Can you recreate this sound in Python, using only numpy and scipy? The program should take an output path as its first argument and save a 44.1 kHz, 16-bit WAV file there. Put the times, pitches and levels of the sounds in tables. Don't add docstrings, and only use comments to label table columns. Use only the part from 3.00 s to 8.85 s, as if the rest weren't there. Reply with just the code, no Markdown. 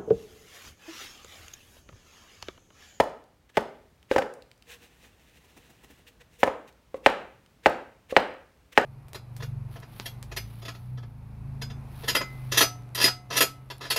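import sys
import numpy as np
from scipy import signal
from scipy.fft import rfft, irfft, next_fast_len
from scipy.io import wavfile
from scipy.ndimage import uniform_filter1d, map_coordinates

SR = 44100
rng = np.random.default_rng(int(sys.argv[2]) if len(sys.argv) > 2 else 0)


def master(y):
    cut = np.clip(np.atleast_2d(y).T, -1, 1)
    pcm = np.round(cut * 32767)
    wavfile.write(sys.argv[1], SR, pcm.astype(np.int16))


N = 257984
TIME = np.arange(N) / SR

# start in seconds, level in dB, hardness in Hz (higher is brighter), lean (0 is
# flat, 1 is on one edge), slap of the middle in dB against the edge, pitch ratio, grit level in dB.
LANDINGS = [(0.0, 3.5, 860, 0, 0, 1.09, -25.5), (0.5706, -8, 3400, .32, 10.5, 1.04, -26.5),
            (1.1132, -13, 4400, .99, -9.5, .96, -32.5), (1.1612, 0, 1110, 0.5, -18, 1.04, -31),
            (1.1817, -7, 2240, 0.34, -6.5, 0.92, -29), (1.221, -15.5, 2300, .55, -11, 1.04, -41),
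            (3.4311, 3.5, 1600, 0, -16, 1.041, -27.5), (3.475, -5, 785, 0, -4, 1.18, -44),
            (3.9431, -20, 1000, 0.76, -14.5, 1.22, -51.5), (4.0616, 4, 5700, .15, -1.5, 1.025, -25),
            (4.6594, 2.5, 3300, 0.14, 1, 1.024, -25.5), (5.1248, -19.5, 860, 0.92, -19, 1.26, -49.5),
            (5.1652, 4, 6200, 0.25, -1.2, 1.03, -25), (5.7757, 3.5, 5200, 0.25, -1, 1.01, -23.5)]
# pitch in Hz, level in dB, seconds to fade by 60 dB (called t60 below).
BOARD_NOTES = [(114, -24, 0.028), (307, -16.5, 0.017), (437, -14, 0.033), (593, -5.5, 0.018),
               (879.5, -8, 0.039), (1230, -3.5, 0.0047), (1667, -13.5, 0.044), (1826, -12, 0.033),
               (2230, -6.5, 0.0051), (2634, -14, 0.02), (2655, -1.5, 0.0045), (4010, -27.5, 0.033)]
TABLE_NOTES = [(66, -38, .07), (102, -41.5, 0.15), (247, -39.5, 0.042)]
# frequency in Hz, level in dB.
GRIT_TONE = [(300, -20.5), (2000, 9), (4500, 0), (7000, -6.5), (10500, -14), (16000, -18)]


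def knocks(far_edge_s=0.00387, middle_s=0.00238, bounce_s=0.004727, middle_hz=725, grit_t60=0.033):
    out, t = np.zeros(N), np.arange(SR // 4) / SR
    hz = np.fft.rfftfreq(len(t), 1 / SR)
    for start, db, hard_hz, lean, slap_db, pitch, grit_db in LANDINGS:
        far_db, flex_db = -4.5 - 10.5 * lean, -20 + 25 * lean
        edges = contact(hz, 0, hard_hz) + amp(far_db) * contact(hz, far_edge_s, hard_hz)
        slap = contact(hz, middle_s, middle_hz) + amp(-2) * contact(hz, middle_s + bounce_s, middle_hz)
        force = amp(db) * (edges + amp(slap_db) * slap)
        notes = ring(BOARD_NOTES, t * pitch) - ring(TABLE_NOTES, t)
        body = irfft(rfft(notes) * force, len(t))
        flex_note, sag_note = (522.7, 0, 0.039), (186, -18.5, 0.028)
        flex = amp(flex_db) * irfft(rfft(ring([flex_note, sag_note], t)) * force, len(t))
        crush = fade(t, grit_t60) + amp(far_db + 3) * fade(t - far_edge_s, grit_t60)
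        grit = amp(grit_db) * crush * noise(GRIT_TONE, len(t))
        add(out, start, body + flex + grit)
        add(out, start, room_echo(amp(-0.88) * all_round(body + grit)))
        add(out, start, room_echo(amp(0.25) * flex))
    return out


def contact(hz, delay_s, hard_hz):
    return np.exp(-2j * np.pi * hz * delay_s) / (1 + 1j * hz / hard_hz) ** 2


def ring(notes, t):
    return sum((-1) ** k * amp(db) * fade(t, t60) * np.sin(2 * np.pi * hz * t)
               for k, (hz, db, t60) in enumerate(notes))


# time in seconds, level in dB.
RUB_LEVELS = [(1.791, -68), (1.82, -58), (1.89, -69.5), (1.98, -64), (2.15, -69), (2.52, -64.5),
              (2.8, -67.5), (3.02, -68.5)]
# loudest moment in seconds, level in dB.
DRAG_CATCHES = [(2.45, -59.5), (2.576, -52), (2.705, -56), (2.843, -53), (2.91, -54), (2.991, -61)]
# frequency in Hz, level in dB.
JUDDER_TONE = [(100, -17), (230, 2), (340, -0.5), (480, -6.5), (600, -8.5), (780, -3.5), (1200, -16.5),
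               (3000, -24)]


def drag(edge_s=0.03, catch_half_s=0.0078):
    times, level_db = np.transpose(RUB_LEVELS)
    moving = np.clip(1 + np.minimum(TIME - times[0], times[-1] - TIME) / edge_s, 0, 1)
    rub = moving * amp(np.interp(TIME, times, level_db) + 3 * wobble(per_second=30, size=N))
    catch = sum(amp(db) * swell(TIME - at, catch_half_s) for at, db in DRAG_CATCHES)
    scrape = np.hypot(rub, amp(-5) * catch) * friction(N, tilt_db=0.4, hum_db=-13)
    judder = np.hypot(amp(-7) * rub, catch) * noise(JUDDER_TONE, N)
    return scrape + judder


# loudest moment in seconds, half length in seconds,
# level in dB, treble tilt in dB per octave.
SLIPS = [(0.5, 0.0044, -54, -2.5), (1.134, .018, -42.5, -1.5), (1.72, .026, -47.5, 0),
         (2.04, 0.0097, -59, -0.5), (3.082, 0.01, -52.5, .5), (3.214, .007, -52, -2.5),
         (3.35, .025, -62.5, 1), (3.408, .011, -50, 4), (3.685, 0.0083, -56, 0), (3.966, .01, -60, .5),
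         (5.111, 0.0099, -44, -2), (5.731, 0.0055, -48, -.5)]


def scuffs(hiss_lead_s=0.008, hiss_half_s=0.011, hiss_db=-51, hiss_tilt_db=-2.3):
    out, t = np.zeros(N), np.arange(SR // 4) / SR
    centre = t.mean()
    lead_in_hiss = [(start - hiss_lead_s, hiss_half_s, hiss_db, hiss_tilt_db)
                    for start, _, _, lean, *_ in LANDINGS if start > centre and lean < 0.5]
    for at, half_s, db, tilt_db in SLIPS + lead_in_hiss:
        loudness = amp(db) * swell(t - centre, half_s)
        add(out, at - centre, loudness * friction(len(t), tilt_db, hum_db=-9))
    return out


# frequency in Hz, level in dB.
SCRAPE_TONE = [(150, -22.5), (700, -9.5), (1350, -8.5), (1850, 2.5), (2200, -2), (2700, 2), (3200, -3.5),
               (3700, -3), (4700, -12), (6100, -9), (10300, -15.5), (12200, -15.5), (16000, -18.5)]
HUM_TONE = [(100, -35), (350, -24), (430, -6.5), (480, 6.5), (540, -7), (640, -23), (1500, -47)]


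def friction(size, tilt_db, hum_db, grain_db=2):
    hiss = noise(SCRAPE_TONE, size, tilt_db) * amp(grain_db * wobble(per_second=820, size=size))
    return hiss + amp(hum_db) * noise(HUM_TONE, size)


# start in seconds, level in dB, centre in Hz.
BOARD_TICKS = [(1.0288, -50.5, 3160), (1.3385, -45, 7340), (1.4226, -46, 3150), (1.515, -44.5, 2900),
               (1.6239, -44, 2970), (4.462, -53, 3400)]
# frequency in Hz, level in dB.
TICK_TONE = [(200, -30.5), (1400, -18.5), (2400, 0.5), (3000, 0), (6000, -10.5), (15000, -25)]


def ticks(t60=0.0099, crumb_delay_s=0.038, crumb_hz=7750, strays_per_s=1.1, stray_db=-57.5, stray_hz=5000):
    out, t = np.zeros(N), np.arange(SR // 20) / SR
    crumbs = [(start + crumb_delay_s, grit_db - 18.5, crumb_hz) for start, *_, grit_db in LANDINGS]
    stray_times = rng.uniform(0, N / SR, round(strays_per_s * N / SR))
    strays = [(start, stray_db, stray_hz) for start in stray_times]
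    for start, db, hz in BOARD_TICKS + crumbs + strays:
        tone = np.array(TICK_TONE) * [hz / 3000, 1]
        add(out, start, amp(db) * fade(t, t60) * noise(tone, len(t)))
    return out


# frequency in Hz, seconds to fade by 60 dB.
ECHO_TIMES = [(100, 0.33), (300, 0.5), (800, 0.44), (2500, 0.51), (5000, .37), (9000, 0.39), (15000, 0.22)]
# frequency in Hz, level in dB.
ECHO_TONE = [(80, -10.5), (200, -12), (400, -3.5), (800, -11.5), (1300, -4), (2000, -14), (4500, -8),
             (12000, -9)]


def room_echo(x, onset_s=0.002, build_s=0.00052):
    hz, t, hiss = signal.stft(rng.standard_normal(SR * 3 // 4), SR, nperseg=256)
    t60 = value_at(ECHO_TIMES, hz)[:, None]
    gain = amp(value_at(ECHO_TONE, hz))[:, None] * np.sqrt(2 * np.log(1000) / (t60 * SR))
    tail = signal.istft(hiss * gain * fade(t, t60), SR, nperseg=256)[1]
    since_onset = np.maximum(np.arange(len(tail)) / SR - onset_s, 0)
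    return signal.fftconvolve(x, tail * (1 - np.exp(-since_onset / build_s)))


def all_round(x, blend_bins=33):
    power = np.abs(rfft(x)) ** 2
    blended = uniform_filter1d(uniform_filter1d(power, blend_bins), blend_bins)
    pulse = irfft(np.sqrt(np.abs(blended)), len(x))
    lead = SR // 200
    return np.roll(pulse, lead)[:2 * lead]


# frequency in Hz, level in dB.
AIR_TONE = [(22, -20), (38, -3.5), (58, 5.5), (80, -1), (130, -3), (260, -8.5), (550, -14), (1000, -17.5),
            (2500, -22), (4000, -26), (6000, -29), (10500, -33.5), (15500, -34)]


def ventilation(level_db=-62):
    return amp(level_db + wobble(per_second=2.5, size=N)) * noise(AIR_TONE, N)


def amp(db):
    return 10 ** (np.asarray(db) / 20)


def value_at(rows, hz):
    frequencies, values = np.transpose(rows)
    return np.interp(np.log(hz + 1), np.log(frequencies + 1), values)


def noise(tone, size, tilt_db=0):
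    hz = np.fft.rfftfreq(size, 1 / SR)
    gain = amp(value_at(tone, hz) + tilt_db * np.log2(np.maximum(hz, 500)))
    x = irfft(rfft(rng.standard_normal(size)) * gain, size)
    return x / np.std(x)


def wobble(per_second, size):
    values = rng.standard_normal(int(size * per_second / SR) + 4)
    return map_coordinates(values, [np.arange(size) * per_second / SR])


def fade(t, t60):
    return (t >= 0) * np.exp(-np.log(1000) * np.abs(t) / t60)


def swell(t, half_s):
    return np.exp(-(t / half_s) ** 2 / 2)


def add(track, start_s, x):
    start = max(0, round(start_s * SR))
    track[start:start + len(x)] += x[:max(0, len(track) - start)]


def scene():
    handling = ticks() + scuffs() + drag()
    return (knocks() + handling + amp(-0.5) * room_echo(handling)[:N] + ventilation())[None]


def record(dry, low_cut_hz=35, top_hz=16000, knee=6):
    x = signal.sosfilt(signal.butter(2, low_cut_hz, "highpass", fs=SR, output="sos"), dry)
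    x = x / (1 + np.abs(x) ** knee) ** (1 / knee)
    size = next_fast_len(N + SR // 2)
    passes = np.fft.rfftfreq(size, 1 / SR) < top_hz
    return irfft(rfft(x, size) * passes, size)[:, :N]


dry = scene()
out = record(dry)
master(out)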